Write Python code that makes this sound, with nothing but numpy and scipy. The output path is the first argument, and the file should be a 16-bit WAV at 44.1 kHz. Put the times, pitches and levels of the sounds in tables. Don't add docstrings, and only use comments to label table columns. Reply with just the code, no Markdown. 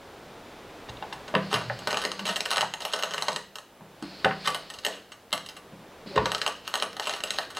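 import sys
import numpy as np
from scipy import signal
from scipy.fft import rfft, irfft
from scipy.io import wavfile

SR = 44100
rng = np.random.default_rng(int(sys.argv[2]) if len(sys.argv) > 2 else 0)


def master(y):
    cut = np.clip(np.atleast_2d(y).T, -1, 1)
    pcm = np.round(cut * 32767)
    wavfile.write(sys.argv[1], SR, pcm.astype(np.int16))


N = 334719
TIME = np.arange(N) / SR

# (frequency [Hz], density [dB])
ROOM_TONE_COLOUR = [(30, -11), (59, -9), (245, -6), (473, -3.5), (962, -8.5), (1190, -11), (2230, -16.5),
                    (2900, -18.5), (3580, -18.5), (4080, -21.5), (16000, -44)]
# (time [s], level [dB])
ROOM_TONE_FADER = [(0, -47), (1.4, -43), (3.6, -56.5), (4.25, -46.5), (5.15, -55.5), (6.12, -47),
                   (6.25, -51), (7.59, -49.5)]
# (frequency [Hz], density [dB])
HISS_COLOUR = [(30, 9), (200, 16), (1000, -35.5), (5000, 15.5), (10000, 17.5), (16000, 16.5)]
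# (frequency [Hz], density [dB])
SIZZLE_COLOUR = [(100, -49), (1500, -12), (2500, -9.5), (3600, -11), (4300, -3), (5150, -9.5), (5800, -22),
                 (9000, -30), (16000, -60)]
# (start [s], length [s], level [dB])
SIZZLE_CUES = [(1.41, 0.89, -48.5), (4.015, 0.43, -49), (4.394, 0.073, -53.5), (6.056, 0.2, -47)]
# (band centre [Hz], time to fall 60 dB [s], level [dB])
REVERB_BANDS = [(124, 0.19, -26), (332, 0.41, 5), (750, 0.22, 1), (1970, 0.38, -2.5), (3430, 0.58, -12),
                (6450, 0.33, -4.5), (13000, 0.19, -3)]
# (frequency [Hz], bandwidth [Hz], level [dB])
BENCH_MODES = [(57.5, 5.7, -10.5), (79.5, 11, -12), (119.3, 4.3, 4), (160.7, 3.6, 8), (193.4, 3.14, 9),
               (222.5, 27, -2.5), (278, 9.3, -4.5), (291.6, 13, -0.5), (333, 9, -5.5)]
# (frequency [Hz], bandwidth [Hz], level [dB])
SLAB_MODES = [(404, 16, -5), (441, 17, -6), (511, 10, -1), (537, 14, -2), (654, 18, -7), (772, 8, 3),
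              (865, 20, -2), (975, 18, -4), (1058, 15, 1), (1210, 18, -7), (1310, 12, -4), (1400, 13, -6),
              (1484, 11, -2), (1642, 20, -7), (1760, 16, -4), (2844, 30, -8), (2999, 25, -9)]
# (frequency [Hz], bandwidth [Hz], level [dB])
CONTACT_MODES = [(358, 44, -11.5), (399, 31, -3), (493.4, 92, -0.5), (700, 225, 3.5), (908, 442, 0.5),
                 (1262, 176, 3.5), (1560, 220, 1), (1854, 297, -1.5), (2386, 376, -3.5), (2810, 394, 3.5),
                 (3233, 604, 2), (3830, 777, -1), (4450, 277, -3), (4820, 118, -5.5), (5580, 150, -8),
                 (6120, 140, -14.5), (6560, 113, -5), (7400, 150, -17.5), (7870, 80, -10),
                 (8430, 66, -14.5), (8950, 86, -14), (9850, 130, -17), (10270, 110, -19),
                 (10980, 70, -24.5), (11700, 40, -20.5), (11950, 60, -19.5), (12900, 92, -27),
                 (13800, 65, -42), (14600, 35, -57)]
# (frequency [Hz], bandwidth [Hz], level [dB])
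CLINK_MODES = [(2764, 93, -1.5), (2850, 140, -4), (3600, 110, -2.5), (3880, 85, -2), (4780, 100, -9.5),
               (5530, 140, -17)]
# (time [s], level [dB])
CLINK_CUES = [(0.887, -23), (0.894, -15.5), (0.97, -23), (1.025, -18), (1.126, -12.5), (1.279, -23),
              (1.351, -4.5), (4.246, -0.5), (6.163, -11), (6.179, -6.5)]
# (start [s], length [s], level [dB], pitch [Hz])
ROLL_CUES = [(1.517, 0.3, -45.5, 120.5), (2.166, 0.15, -43, 196), (3.05, 0.3, -54, 161.7),
             (6.07, .08, -43, 403), (6.097, 0.081, -37.5, 537)]
# (time [s], thud [dB], knock pitch [Hz], knock [dB],
# slab focus [Hz], slab [dB], bench [dB], bench focus [Hz])
LANDING_CUES = [(0.889, -18.5, 920, -23, 880, -19, -11.5, 65), (1.024, -11.5, 875, -11, 880, -11, -25, 281),
                (1.126, -12.5, 945, -15, 865, -12, -23.5, 142), (1.340, -6, 630, 0, 1050, -3, 1, 180),
                (1.351, 1.5, 1675, 5, 1650, -5, 3, 170), (1.355, -7, 1020, 0, 453, 5.5, -7, 322),
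                (1.528, -7, 426, -9, 420, -10, -7, 320), (1.541, -5, 1080, -3.5, 1060, -8, -3, 115),
                (1.699, -14.5, 1670, -3.5, 1750, -15, -10, 113), (1.701, -12, 560, -6, 825, -5.5, -22, 160),
                (1.82, -14, 620, -28, 448, -23, -14, 120), (2.582, -13.5, 890, -7, 560, -16, -15, 165),
                (2.628, -6, 843, -1, 900, -7, -11.5, 126), (3.284, -12, 1160, -1.5, 1240, -10, -20, 165),
                (3.808, -27.5, 870, -26.5, 696, -27, -15.5, 169),
                (4.024, -29, 313, -13, 424, -24, -5.5, 306), (4.2447, -2, 426, 0, 510, 3.5, 0, 231),
                (4.2458, 1.5, 1620, 6.5, 1470, 2.5, -7, 77.5), (4.256, 2.5, 560, -3, 725, 9, -8, 164.5),
                (4.309, -5, 1200, -13, 1400, -9, -1.5, 171.5), (4.476, -2, 1100, -6.5, 801, -8, -12, 166),
                (5.328, -13, 1130, -16, 1200, -19, -11, 196), (5.723, -30, 700, -34, 500, -22, -13, 188),
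                (6.06, -25, 586, -27, 420, -23, -8.5, 238), (6.162, -3, 453, 5, 500, 5.5, 1, 124.2),
                (6.177, 2.5, 1000, 6, 1025, -4, -2, 63.7), (6.222, -12, 430, -11, 420, -8, -1.5, 230),
                (6.259, -3.5, 940, -1, 540, -3, -16, 203)]
# (start [s], length [s], pressure [dB])
PUSH_CUES = [(1.504, 0.091, -4.5), (1.869, .18, -4.5), (2.252, 0.068, 0.5), (2.474, 0.13, -5),
             (2.805, 0.28, -8), (3.109, 0.25, -11), (4.437, 0.067, -3), (4.829, 0.13, -10),
             (6.238, 0.31, -13.5), (6.641, 0.08, -11), (6.731, 0.093, -9), (7.017, .14, -4.5),
             (7.248, 0.17, -7), (7.541, 0.042, -5.5)]
# (time [s], relative level [dB], low-end weight [dB], crumbliness [0-1])
SNAP_CUES = [(0.893, -34, -19, 0.96), (1.129, -31, -28.5, 0.95), (1.279, -34, 0, 1), (1.352, -30, -4, 0.3),
             (1.381, -45, 3, 0), (1.514, -27.5, -1, 0.9), (1.529, -17.5, -6.5, 0.26),
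             (1.541, -12.5, -10.5, 0.96), (1.558, -25, 5.5, 1), (1.613, -36, 6.5, 0.2),
             (1.79, -30, -26, 0.6), (1.873, -16, -1.5, 0.46), (1.908, -20.5, -10, 0.05),
             (1.915, -24.5, -4, 0), (1.929, -21.5, 1, 0), (1.944, -26.5, 5, 0.34), (1.971, -16, -6, 0.57),
             (1.988, -26, -15, 0.5), (2.017, -22, -7, 0.85), (2.051, -15, -6.5, 0.27),
             (2.117, -20, -12.5, 0.2), (2.193, -23.5, -5, 0.9), (2.254, -20, -8, 1),
             (2.267, -20.5, -8, 0.8), (2.277, -21, -11, 1), (2.289, -20.5, -5.5, 0.6),
             (2.359, -15.5, -14, 0.8), (2.365, -18.5, -9.5, 0.7), (2.406, -13.5, -7.5, 0.1),
             (2.455, -23, -10, 0.5), (2.459, -19.5, -5, 0.56), (2.506, -17, -8, 0),
             (2.514, -15.5, -7, 0.56), (2.527, -21, -5.5, 0), (2.533, -19, -5.5, 0),
             (2.560, -19.5, -10, 0.55), (2.570, -16, -4.5, 0), (2.581, -17, -2, 0), (2.609, -13, -9, .4),
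             (2.617, -17.5, -4.5, 0), (2.738, -19.5, -10, 0.45), (2.805, -25.5, -5.5, 1),
             (2.82, -25, -9, 0.96), (2.851, -17.5, -7.5, 0.65), (2.935, -14.5, -14.5, 0.78),
             (2.938, -17.5, -3.5, 0.34), (2.989, -25, -4.5, 1), (3.025, -19, -18, 0),
             (3.035, -15, -6, 0.46), (3.109, -26, -7.5, 0.37), (3.137, -21, -8, 0.53),
             (3.144, -20, -5.5, 0.38), (3.18, -21, -5.5, 0.65), (3.214, -31, -8, 0.1),
             (3.223, -15, -9.5, 0.27), (3.283, -14.5, -5, 0.65), (3.319, -27, -19, 0.2),
             (3.330, -26.5, -9, 0.14), (3.361, -18, -8, 0.64), (3.556, -25, -10, 0.8),
             (3.585, -31, -6.5, 0.6), (4.025, -34, -1.5, 0.2), (4.247, -24, 0, 0.65),
             (4.461, -25.5, -7, 0.9), (4.474, -13, -8, 0.76), (4.482, -16.5, -16, 0), (4.503, -29, -5, 0.5),
             (4.546, -17.5, -8.5, 0.82), (4.701, -25.5, -17, 0.65), (4.738, -29.5, -11, 1),
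             (4.787, -29, -15, 0.7), (4.849, -13, -14, 0.68), (4.865, -14, -9, 0.16),
             (5.119, -31.5, -8.5, 1), (5.3279, -10.5, -10.5, 0.85), (5.378, -28.5, -6, 0.3),
             (5.462, -30, -22, 0.84), (5.488, -27.5, -15, 1), (5.566, -32.5, -6.5, 1), (6.159, -27, 3, 1),
             (6.257, -14, -7, 0.3), (6.318, -16.5, -7, 0.05), (6.348, -13.5, -10, 0.4),
             (6.381, -27, -21, 0.7), (6.416, -15.5, -5.5, 0.8), (6.464, -15, -5, 0.13),
             (6.477, -15.5, -8.5, 0.2), (6.6772, -20, -6.5, 0.2), (6.740, -15, -9.5, 0.2),
             (6.755, -14.5, -13.5, 0), (6.775, -29, -8, 0.18), (6.800, -23.5, -8.5, 0.4),
             (6.824, -15, -4.5, 0.02), (6.832, -22.5, -19, 0), (6.93, -34, -10, 0.3),
             (6.967, -27.5, -5.5, 0.71), (6.997, -16.5, -6, 0.34), (7.032, -31, -13, 0.3),
             (7.056, -27, -12, 0.16), (7.071, -18.5, -7, 0.77), (7.095, -18, -7.5, 0.55),
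             (7.108, -26, -14, 0.6), (7.127, -29, -9, 0.7), (7.137, -21.5, -19, 0), (7.164, -28, -10, 0.1),
             (7.205, -28, -9, 0.1), (7.237, -14.5, -10.5, 0.3), (7.274, -31, -10, 0.2),
             (7.306, -13.5, -12, 0.2), (7.386, -14, -7, 0.27), (7.503, -30.5, -5.5, 1),
             (7.57, -22.5, -5.5, 0.8)]


def undb(db):
    return 10 ** (np.asarray(db) / 20)


def unit(x):
    return x / np.sqrt(np.sum(x ** 2, axis=-1, keepdims=True) + 1e-18)


def add(track, s, sound):
    i = min(int(s * SR), N)
    track[i:i + len(sound)] += sound[:N - i]


def cut(x, hz, kind, order=2):
    return signal.sosfilt(signal.butter(order, min(hz, SR / 2 - 1), kind, fs=SR, output="sos"), x)


def through(x, response):
    return signal.fftconvolve(x, response)[:N]


def noise(colour):
    hz, db = np.transpose(colour)
    gain = undb(np.interp(np.log(np.fft.rfftfreq(N, 1 / SR) + 1), np.log(hz), db))
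    return unit(irfft(rfft(rng.standard_normal(N)) * gain, N)) * np.sqrt(N)


def swell(start_s, length_s, attack_s, release_s):
    since = TIME - start_s
    return np.clip(since / attack_s, 0, 1) * np.exp(-np.maximum(since - length_s, 0) / release_s)


def ring(modes):
    t = TIME[:SR // 2]
    response = 0
    for k, (hz, width, db) in enumerate(modes):
        gain = (-1) ** k * undb(db) * 2 * np.pi * width / SR
        response += gain * np.exp(-np.pi * width * t) * np.cos(2 * np.pi * hz * t)
    return response


def hard_attack(response):
    size = len(response)
    cepstrum = irfft(np.log(np.abs(rfft(response)) + 1e-4), size)
    cepstrum[1:size // 2] *= 2
    cepstrum[size // 2 + 1:] = 0
    return irfft(np.exp(rfft(cepstrum)), size)


def room_tone():
    fader_db = np.interp(TIME, *np.transpose(ROOM_TONE_FADER))
    return cut(noise(ROOM_TONE_COLOUR), 25, "high") * undb(fader_db)


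def sizzle(attack_s=0.018, release_s=0.24):
    envelope = sum(undb(db) * swell(s, length, attack_s, release_s) for s, length, db in SIZZLE_CUES)
    return noise(SIZZLE_COLOUR) * envelope


def workshop_reverb(build_s=0.0016, scatter_db=-4, scatter_s=0.0058, scatter_hz=2200):
    t = TIME[:int(SR * .7)]
    hz, t60, db = np.transpose(REVERB_BANDS)
    white = rfft(rng.standard_normal(len(t)))
    log_hz = np.log(np.fft.rfftfreq(len(t), 1 / SR) + 1)
    tail = 0
    for k, share in enumerate(np.eye(len(hz))):
        band = irfft(white * np.interp(log_hz, np.log(hz), share), len(t))
        envelope = unit(undb(-60 * t / t60[k]) * (1 - np.exp(-t / build_s)))
        tail += band * undb(db[k]) * envelope
    scatter = unit(rng.standard_normal(len(t)) * t * np.exp(-2 * t / scatter_s))
    return tail + undb(scatter_db) * cut(scatter, scatter_hz, "low", order=1)


def rolling(attack_s=0.067, release_s=0.07, q=13):
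    bumps = rng.standard_normal(N)
    out = np.zeros(N)
    for start, length, db, hz in ROLL_CUES:
        mode = unit(cut(ring([(hz, hz / q, 0)]), 2 * hz, "low"))
        out += undb(db) * swell(start, length, attack_s, release_s) * through(bumps, mode)
    return out


def struck_spot(modes, focus_hz, octave_off_db):
    focused = [(hz, width, db + octave_off_db * np.log2(hz / focus_hz) ** 2) for hz, width, db in modes]
    return unit(ring(focused))


def slab_and_bench():
    out = np.zeros(N)
    for s, _, _, _, slab_hz, slab_db, bench_db, bench_hz in LANDING_CUES:
        slab = struck_spot(SLAB_MODES, slab_hz, octave_off_db=-70)
        bench = struck_spot(BENCH_MODES, bench_hz, octave_off_db=-14)
        add(out, s, cut(slab, 2 * slab_hz, "low") * undb(slab_db))
        add(out, s, cut(bench, 600, "low") * undb(bench_db))
    return out


def clinks(top_hz=5500):
    out = np.zeros(N)
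    clink = unit(cut(ring(CLINK_MODES), top_hz, "low"))
    for s, db in CLINK_CUES:
        add(out, s, clink * undb(db))
    return out


def debris(hardness, decay_s=0.026, spread_db=4, low_hz=1500, high_hz=3300):
    t = TIME[:SR // 6]
    jolts, size = rng.standard_normal((2, len(t)))
    rattle = jolts * undb(spread_db * size) * np.exp(-t / decay_s)
    rattle = cut(cut(rattle, low_hz, "high"), high_hz, "low", order=5)
    return unit(rattle) * undb(-10 + 6 * hardness)


def fracture(decay_ms, crumble=0, crumble_s=0.0033, linger_s=0.007, spread_db=4):
    t = TIME[:SR // 30]
    jolts, size = np.moveaxis(rng.standard_normal(np.shape(crumble) + (2, len(t))), -2, 0)
    crack = np.exp(-t * 1000 / max(decay_ms, .1))
    crumbly = np.clip(np.asarray(crumble)[..., None], 0, 1)
    crumbling = crumbly ** 2 * np.exp(-t / (crumble_s + crumbly ** 4 * linger_s))
    return jolts * undb(spread_db * size) * (crack + crumbling)


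def landings(contact_ms_at_1khz=2.8, knock_q=4):
    body = hard_attack(ring(CONTACT_MODES))[:SR // 20]
    out = np.zeros(N)
    for s, thud_db, knock_hz, knock_db, *_ in LANDING_CUES:
        hardness = np.log2(knock_hz / 1000)
        contact_ms = contact_ms_at_1khz / 2 ** (0.16 * hardness)
        top_hz = 2400 * np.sqrt(2 / contact_ms)
        force = cut(cut(fracture(contact_ms), top_hz, "low", order=3), 110, "high")
        add(out, s, unit(through(force, body)) * undb(thud_db + 0.5 + 3 * hardness))
        bounce = ring([(knock_hz, knock_hz / knock_q, 0)])[:SR // 20]
        knock = unit(through(bounce, bounce))
        add(out, s, knock * undb(knock_db))
        add(out, s, debris(hardness) * undb(thud_db))
    return out


def grit(grains_per_s=1100, level_db=-29, spread_db=4.5, avalanche_s=.006):
    fires = rng.random(N) < grains_per_s / SR
    size_db = spread_db * np.minimum(rng.standard_normal(N), 1.5)
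    sign = rng.choice([-1, 1], N)
    knots = np.arange(0, TIME[-1], avalanche_s)
    avalanche_db = np.interp(TIME, knots, rng.uniform(-6.4, 7.6, len(knots)))
    grains = unit(fires * sign * undb(size_db + avalanche_db)) * np.sqrt(N)
    pressure = sum(undb(db) * swell(start, length, attack_s=0.0077, release_s=0.031)
                   for start, length, db in PUSH_CUES)
    crackle = grains * pressure * undb(level_db)
    coarse = cut(crackle, 900, "high", order=1)
    fine = cut(crackle, 5000, "high", order=1)
    return coarse + undb(-3) * fine


def crumb_cues(per_s=40, level_db=-29, spread_db=9.5, weight_db=-5, crumble=0.49):
    chance = rng.random(size=(len(PUSH_CUES), 24, 2))
    return [(start + when * length, level_db + db + spread_db * (2 * size - 1), weight_db, crumble)
            for (start, length, db), draws in zip(PUSH_CUES, chance)
            for when, size in draws[:round(length * per_s)]]


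def slab_reflection(ticks, lag_s=.00102, share=.7):
    delayed = np.pad(ticks, ((0, 0), (int(lag_s * SR), 0)))[:, :ticks.shape[1]]
    return ticks + share * delayed


def snaps(body, cues, crack_ms=0.34, sparkle_ms=1.0, split_hz=2100, top_hz=5500, splinter_s=0.02):
    times, db, weight_db, crumble = np.transpose(cues)
    tick = cut(fracture(crack_ms, crumble), split_hz, "high")
    tick = slab_reflection(cut(tick, top_hz, "low", order=3))
    sparkle = cut(fracture(sparkle_ms, crumble), top_hz, "high", order=4)
    sparkle_db = 5.25 - 0.15 * db
    drop = cut(fracture(crack_ms, crumble), split_hz, "low", order=3)
    cracks, force = 0, np.zeros(N)
    for layer, layer_db in (tick, 13.5), (sparkle, sparkle_db), (drop, 19 + weight_db):
        loudness = np.linalg.norm(signal.fftconvolve(layer, body[None, :SR // 50]), axis=1)
        cracks += layer * (undb(db + layer_db) / loudness)[:, None]
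    lags = rng.normal(splinter_s, splinter_s, size=(len(times), 10))
    splinters = unit(cut(fracture(crack_ms / 2, np.zeros_like(lags)), split_hz, "high"))
    for k, s in enumerate(times):
        add(force, s, cracks[k])
        for lag, splinter in zip(lags[k], splinters[k]):
            add(force, s + lag, splinter * undb(db[k] - 3.5))
    return force


def head_seat(shift, low_hz, broad_hz=150, tint_db=3.5):
    modes = [(hz * (1 + shift * (width > broad_hz)), width, db) for hz, width, db in CONTACT_MODES]
    response = cut(ring(modes), low_hz, "high")
    knots_hz = np.geomspace(300, 14000, 12)
    knots_db = rng.uniform(-tint_db, tint_db, len(knots_hz))
    tint = undb(np.interp(np.fft.rfftfreq(len(response), 1 / SR), knots_hz, knots_db))
    return hard_attack(irfft(rfft(response) * tint, len(response)))


def crushing(slab_db=-12, bench_db=-8, low_hz=140, seat_count=7, max_shift=.025, rock_s=.05):
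    support = undb(slab_db) * ring(SLAB_MODES) + undb(bench_db) * cut(ring(BENCH_MODES), low_hz, "high")
    seats = [head_seat(shift, low_hz) for shift in np.linspace(-max_shift, max_shift, seat_count)]
    crackle = grit() + snaps(seats[seat_count // 2], crumb_cues())
    seat_now = (TIME // rock_s) % seat_count
    out = np.zeros(N)
    for k, body in enumerate(seats):
        force = snaps(body, SNAP_CUES[k::seat_count]) + crackle * (seat_now == k)
        out += through(force, body + support)
    return out


def scene(hit_send_db=-3, hiss_db=-64, width_db=-9, width_hz=9000):
    hits = landings() + clinks()
    background = room_tone() + sizzle()
    hiss = undb(hiss_db) * np.array([noise(HISS_COLOUR), noise(HISS_COLOUR)])
    mid_reverb, side_reverb = workshop_reverb(), workshop_reverb()
    crunch = crushing()
    send = crunch + undb(hit_send_db) * hits
    mid = crunch + hits + slab_and_bench() + rolling() + through(send, mid_reverb)
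    side = cut(through(send, side_reverb), width_hz, "high", order=1) * undb(width_db)
    return np.array([mid + side, mid - side]) + background + hiss


def record(dry, ceiling=.5, top_hz=15800):
    rounded = ceiling * np.tanh(dry / ceiling)
    return signal.sosfilt(signal.ellip(8, .2, 70, top_hz, fs=SR, output="sos"), rounded)


dry = scene()
out = record(dry)
master(out)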